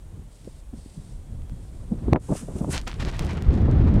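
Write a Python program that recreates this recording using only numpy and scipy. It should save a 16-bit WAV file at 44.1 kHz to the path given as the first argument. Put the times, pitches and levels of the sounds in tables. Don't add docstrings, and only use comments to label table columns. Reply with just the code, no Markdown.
import sys
import numpy as np
from scipy import signal
from scipy.fft import rfft, irfft, next_fast_len
from scipy.io import wavfile
from scipy.ndimage import map_coordinates

SR = 44100
rng = np.random.default_rng(int(sys.argv[2]) if len(sys.argv) > 2 else 0)


def volts(x):
    e = np.asarray(x, float) / 20
    return 10 ** e


def master(y):
    cut = np.clip(np.atleast_2d(y).T, -1, 1)
    pcm = np.round(cut * 32767)
    wavfile.write(sys.argv[1], SR, pcm.astype(np.int16))


N = 176400

# freq_hz, density_db
HISS_COLOUR = [(290, -16.5), (500, -6.5), (944, -12.5), (1260, -18), (2870, -22.5), (3360, -21),
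               (4970, -26.5), (8720, -19.5), (15800, -37)]
# start_s, rise_s, hold_s, fall_s, level_db
FAR_BRUSHES = [
    (.3, 0.018, 0.29, 0.014, -62.5),
    (.7, 0.074, 0.1, 0.6, -60),
    (.9, .05, 0.2, 0.037, -72.5),
    (1.3, 0.29, 0.47, 0.04, -67.5),
    (2.8, 0.036, .18, .1, -67),
]
# freq_hz, density_db
FAR_BRUSH_COLOUR = [(1180, -28), (2000, -2), (2870, -2.5), (3270, 1), (4620, 3.5), (6640, -0.5),
                    (8390, 6.5), (9390, 3.5), (15800, -41)]
# start_s, rise_s, hold_s, fall_s, level_db
NEAR_STROKES = [
    (2.19, 0.011, 0.11, 0.043, -54),
    (2.572, 0.013, 0.0071, 0.023, -56.5),
    (2.293, 0.071, 0.016, 0.17, -44.5),
    (2.51, 0.052, 0.014, 0.15, -53.5),
    (2.615, 0.024, 0.041, 0.045, -61),
    (2.685, 0.03, 0.021, 0.043, -37),
]
# freq_hz, density_db
CLOTH_COLOUR = [(710, -10), (1200, -2), (1550, -3), (2120, -7.5), (2810, -5.5), (4100, -9.5), (8350, 1),
                (9810, -2.5), (15800, -31.5)]
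# start_s, hold_s, fall_s, level_db, treble_edge_hz
CRUNCHES = [(2.718, 0.028, 0.044, -30.5, 8000), (2.778, 0.015, 0.072, -54.5, 4530),
            (2.86, 0.0026, 0.04, -34.5, 5630), (2.883, 0.027, 0.15, -50.5, 4530),
            (2.987, 0.024, 0.029, -36.5, 4900), (3.04, 0.037, 0.03, -38.5, 4740),
            (3.112, 0.128, 0.022, -44, 3560), (3.182, 0.12, 0.034, -45.5, 4570),
            (3.277, 0.028, 0.077, -36, 3500), (3.34, 0.027, 0.077, -39.5, 2700),
            (3.508, 0.074, 0.034, -40.5, 3940), (3.874, 0.093, 0.051, -69, 4100),
            (3.589, 0.5, 0.09, -36, 1870), (3.386, 0.19, .1, -40.5, 2440)]
# start_s, peak_db, pitch_hz
ICE_TICKS = [(0.4462, -38.5, 6000), (1.4196, -43, 3000), (2.1596, -7, 1300), (2.586, -45, 8000),
             (2.7785, -11, 4000), (2.789, -41, 9000), (2.793, -29, 4000), (2.801, -30, 3500),
             (2.8143, -26.5, 5500), (2.8565, -46, 7000), (2.8784, -23, 6500), (2.8974, -42, 9000),
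             (2.915, -23, 3070), (2.9296, -27, 2140), (2.9418, -29.5, 4000), (2.963, -43, 2500),
             (2.988, -42, 2500), (3.0077, -30.5, 6000), (3.021, -36, 6000), (3.099, -30, 4970),
             (3.05, -20, 3840), (3.087, -29, 6000), (3.1147, -31, 4470), (3.1543, -36, 5000),
             (3.1723, -40, 5970), (3.181, -41, 6000), (3.1975, -31, 4500), (3.2104, -39, 9000),
             (3.2234, -30, 5000), (3.2445, -37, 8000), (3.259, -33, 8000), (3.249, -27, 6000),
             (3.267, -25.5, 4970), (3.294, -38, 6000), (3.309, -24, 4400), (3.332, -30, 6000),
             (3.372, -27, 5000), (3.379, -21.5, 1980), (3.376, -32, 5000), (3.437, -35, 5000),
             (3.4475, -34, 4000), (3.508, -27, 3000), (3.531, -26, 4740), (3.541, -23, 4500),
             (3.5517, -23, 4950), (3.555, -27, 5000), (3.577, -23.5, 3500), (3.618, -26.5, 6000),
             (3.713, -19, 4950), (3.848, -37, 9000), (3.873, -28, 5000), (3.888, -27, 5000),
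             (3.906, -40, 4960), (3.941, -21, 5000), (3.959, -24, 2970)]
# start_s, peak_db, treble_edge_hz
PORT_KNOCKS = [
    (3.1933, -11, 4170),
    (3.4229, -16.5, 4770),
    (3.9993, -8, 6040),
]
# start_s, rise_s, hold_s, fall_s, level_db
FLUTTERS = [
    (2.28, 0.012, 0.038, 0.041, -22.5),
    (2.389, .02, 0.034, 0.041, -42.5),
    (2.473, 0.0091, 0.037, 0.041, -33),
    (2.545, 0.013, .13, 0.12, -31),
    (3.19, 0.023, 0.25, .1, -30.5),
    (3.493, 0.032, 0.57, .04, -22.5),
    (3.675, .005, 0.015, 0.032, -12.5),
]
# freq_hz, density_db
FLUTTER_COLOUR = [(70, -18), (130, 2.5), (300, -7), (600, -18), (1000, -26.5), (1500, -43.5), (3000, -120)]
# time_s, level_db
WIND_STRENGTH = [(0, -42.5), (0.449, -47), (1.2, -44), (1.35, -40.5), (1.62, -39.5), (1.84, -39),
                 (2.061, -28.5), (2.167, -20.5), (2.229, -38), (2.45, -42.5), (2.55, -33.5), (2.8, -35.5),
                 (3.15, -30.5), (3.22, -26.5), (3.456, -19.5), (3.472, -11), (3.75, -6), (4, -4)]
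# freq_hz, density_db
EDDY_COLOUR = [(24, -37), (40, -4), (75, 2), (152, -5), (329, -18), (386, -21.5), (600, -30.5),
               (780, -36.5), (1320, -120)]
# freq_hz, density_db
ROAR_COLOUR = [(150, -69.5), (300, -6.5), (600, -15), (1200, -21.5), (2200, -31), (4000, -38.5),
               (7000, -53), (15000, -86)]
# freq_hz, density_db
HEAVE_COLOUR = [(8, -37), (22, 4.5), (45, 5.5), (70, -4), (120, -51.5), (500, -130)]
# centre_s, peak_db, pitch_hz, length_s
PUFFS = [(0.453, -38.5, 190, 0.022), (0.477, -25, 254, 0.0098), (.737, -25.5, 240, 0.019),
         (0.788, -31.5, 199, 0.017), (0.862, -26.5, 189, 0.0081), (0.979, -25, 117, 0.046),
         (1.52, -27, 117, 0.06), (1.737, -38, 68, 0.063), (1.922, -14.5, 192, 0.044),
         (2.084, -15.5, 220, 0.041), (2.1245, -15, 120, 0.012), (2.129, -9, 590, .004),
         (2.135, -3.5, 245, 0.014), (2.148, 0.5, 330, 0.017), (2.161, 0.5, 450, 0.012),
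         (2.164, -6, 750, 0.0034), (2.171, -6, 357, 0.012), (2.304, -15, 200, 0.015),
         (2.315, -19, 127, 0.02), (2.324, -21, 507, 0.011), (2.354, -23.5, 447, 0.0076),
         (2.43, -25.5, 239, 0.025), (2.486, -28.5, 400, 0.017), (2.563, -21.5, 247, 0.018),
         (2.613, -24, 300, 0.012), (2.646, -19.5, 500, 0.0055), (3.491, 6, 48, 0.059),
         (1.404, -22.5, 46, 0.16), (2.749, -29.5, 242, 0.044), (3.061, -29, 300, 0.085),
         (3.682, -2, 111, 0.045), (3.965, -0.5, 149, 0.037), (.999, -27, 60, 0.027),
         (1.325, -26, 87.4, 0.058), (1.6, -36, 200, 0.025), (2.075, -16, 70, 0.082),
         (.7365, -35, 442, 0.0046), (1.915, -25, 130, 0.022), (2.084, -25, 476, 0.0079),
         (3.468, -7, 90, 0.024), (3.686, -10, 330, .01), (3.725, -6, 131, 0.015), (3.785, 1, 100, 0.023),
         (3.842, -4, 150, .015), (3.968, -9.5, 350, 0.014)]

HISS_DB, WHINE_DB, WHINE_HZ = -60.5, -75.5, 3290
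CLOTH_ROUGH_DB, FLUTTER_ROUGH_DB = 1.2, 3
CRUNCH_RISE_S, CRUNCH_LOW_HZ, CRUNCH_ROUGH_DB = 0.016, 300, 1.5
GRAIN_DB, GRAIN_SPREAD_DB, GRAINS_PER_S = -12, 3, 220
PORT_HZ = 9720
TICK_REL_WIDTH, TICK_EDGE_RATIO = 2.6, 1.88
LUMPY_DB = 2
ROAR_DB, ROAR_GROWS = -21.5, 0.97
HEAVE_DB, HEAVE_GROWS = -10.5, 0.7
PUFF_BUILD_RATIO = 0.45
PUFF_REL_WIDTH, PUFF_DIP = 1.7, 1.64
PUSH_S, PUSH_DB, PUSH_WIDTH_S = 2.1277, -5, 0.001
SLAP_S, SLAP_DB, SLAP_WIDTH_S = 2.1326, 5, 0.00025
DUCK_DB, DUCK_S, DUCK_RISE_S, DUCK_HOLD_S, DUCK_BACK_S = -10, 2.134, 0.00081, 0.051, 0.071
GALE_DB, GALE_S, GALE_RISE_S = -12, 3.205, 0.39
CLIP_AT = 0.709


def unit(x):
    return x / np.sqrt(np.mean(x ** 2) + 1e-20)


def clock():
    return np.arange(N) / SR


def wobble(rate_hz):
    return map_coordinates(rng.standard_normal(2000), [clock() * rate_hz])


def filtered(x, response):
    size = next_fast_len(N + 8192)
    return irfft(rfft(x, size) * response(np.fft.rfftfreq(size, 1 / SR)), size)[..., :N]


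def noise(colour):
    hz, db = np.transpose(colour)
    response = lambda f: volts(np.interp(np.log(f + 1), np.log(hz + 1), db))
    return unit(filtered(rng.standard_normal(N), response))


def stroke(start_s, rise_s, hold_s, fall_s):
    t = clock() - start_s
    rise = np.clip(t / rise_s, 0, 1) ** 2
    return rise * volts(-20 * np.clip(t - rise_s - hold_s, 0, None) / fall_s)


def strokes(rows):
    return sum(volts(db) * stroke(start, rise, hold, fall) for start, rise, hold, fall, db in rows)


def band(f, hz, rel_width):
    damping = 1j * f * hz * rel_width
    return damping / (hz * hz - f * f + damping)


def camera():
    shape = stroke(1.18, 0.03, 0.14, 0.04) + stroke(1.42, 0.03, 0.17, 0.04)
    phase = 2 * np.pi * WHINE_HZ * clock() + 1.2 * wobble(20)
    whine = shape * volts(2.5 * wobble(15)) * np.sin(phase)
    return volts(HISS_DB) * noise(HISS_COLOUR) + volts(WHINE_DB) * whine


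def sleeve():
    out = np.zeros(N)
    for rows, colour in ((FAR_BRUSHES, FAR_BRUSH_COLOUR), (NEAR_STROKES, CLOTH_COLOUR)):
        rough = volts(CLOTH_ROUGH_DB * (wobble(25) + wobble(200)))
        out += strokes(rows) * unit(rough * noise(colour))
    return out


def crunch():
    out = np.zeros(N)
    for start, hold, fall, db, edge_hz in CRUNCHES:
        def dense_response(f):
            low_cut = 1j * f / (CRUNCH_LOW_HZ + 1j * f)
            return low_cut / (1 + 1j * f / 1500) ** 0.5 / (1 + (f / edge_hz) ** 2.6)

        chance, size = rng.random((2, N))
        grains = (chance < GRAINS_PER_S / SR) * volts(-GRAIN_SPREAD_DB * np.log(size + 0.03))
        sharp = unit(filtered(grains, lambda f: band(f, 1.3 * edge_hz, 1.4)))
        rough = volts(CRUNCH_ROUGH_DB * (wobble(60) + wobble(300)))
        dense = unit(filtered(rough * rng.standard_normal(N), dense_response))
        grain_gain = volts(GRAIN_DB) * min(edge_hz / 4000, 1)
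        out += volts(db) * stroke(start, CRUNCH_RISE_S, hold, fall) * (dense - grain_gain * sharp)
    return filtered(out, lambda f: 1 / (1 + (f / PORT_HZ) ** 4.5))


def blow(f, hz):
    return band(f, hz, 1.4) / (1j * f + 1) * np.exp(-2j * np.pi * f * 0.0004)


def ticks():
    out, f = np.zeros(N + SR), np.fft.rfftfreq(512, 1 / SR)
    for start, db, hz in ICE_TICKS:
        treble_cut = 1 + (f / (TICK_EDGE_RATIO * hz)) ** 5
        spike = irfft(band(f, hz, TICK_REL_WIDTH) * blow(f, 2 * hz) / treble_cut)
        out[round(start * SR):][:512] -= volts(db) * spike / spike.max()
    return out[:N]


def knocks():
    out, f = np.zeros(N + SR), np.fft.rfftfreq(512, 1 / SR)
    for start, db, edge_hz in PORT_KNOCKS:
        spike = irfft(blow(f, 2 * edge_hz) * edge_hz / (edge_hz + 1j * f))
        out[round(start * SR):][:512] -= volts(db) * (spike - spike[0]) / spike.max()
    return out[:N]


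def flutter():
    return strokes(FLUTTERS) * unit(volts(FLUTTER_ROUGH_DB * wobble(70)) * noise(FLUTTER_COLOUR))


def wind():
    time_s, db = np.transpose(WIND_STRENGTH)
    strength_db = np.interp(clock(), time_s, db)
    top_db = strength_db.max()

    def follow(level_db, grows):
        return volts(top_db + level_db + grows * (strength_db - top_db))

    lumps = wobble(9.2) + 0.73 * wobble(40)
    eddies = unit(volts(LUMPY_DB * lumps) * noise(EDDY_COLOUR))
    roar = unit(volts(1.15 * lumps + 1.84 * wobble(90)) * noise(ROAR_COLOUR))
    heave = unit(volts(2.5 * wobble(6)) * noise(HEAVE_COLOUR))
    out = volts(strength_db) * eddies
    out += follow(ROAR_DB, ROAR_GROWS) * roar
    return out + follow(HEAVE_DB, HEAVE_GROWS) * heave


def puffs():
    out, t = np.zeros(N + SR), (np.arange(8192) - 4096) / SR
    f = np.fft.rfftfreq(len(t), 1 / SR)
    for centre, db, hz, length in PUFFS:
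        response = band(f, hz, PUFF_REL_WIDTH) / (1 + (f / (1.6 * hz)) ** 3.2)
        swing = unit(irfft(rfft(rng.standard_normal(len(t))) * response))
        shape = volts(-20 * np.where(t > 0, t, -t / PUFF_BUILD_RATIO) / length)
        dip = np.cos(2 * np.pi * hz * t) * np.exp(-(2.43 * hz * t) ** 2)
        puff = (shape * swing - PUFF_DIP * dip) / 2
        out[round(centre * SR) - 4096:][:len(t)] += volts(db) * puff
    return out[:N]


def diaphragm_slap():
    push = volts(PUSH_DB) * np.exp(-((clock() - PUSH_S) / PUSH_WIDTH_S) ** 2)
    slap = volts(SLAP_DB) * np.exp(-((clock() - SLAP_S) / SLAP_WIDTH_S) ** 2)
    return push - slap


def scene():
    handling = camera() + sleeve()
    snow = crunch() + ticks() + knocks()
    air = flutter() + wind() + puffs() + diaphragm_slap()
    return (handling + snow + air)[None]


def roll_off(x):
    return signal.sosfilt(signal.butter(12, 15910, fs=SR, output="sos"), x)


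def record(dry):
    duck_db = DUCK_DB * stroke(DUCK_S, DUCK_RISE_S, DUCK_HOLD_S, DUCK_BACK_S)
    gale_db = GALE_DB * np.clip((clock() - GALE_S) / GALE_RISE_S, 0, 1)
    mix = np.clip(dry * volts(duck_db + gale_db), -CLIP_AT, CLIP_AT)
    return roll_off(mix)


dry = scene()
out = record(dry)
master(out)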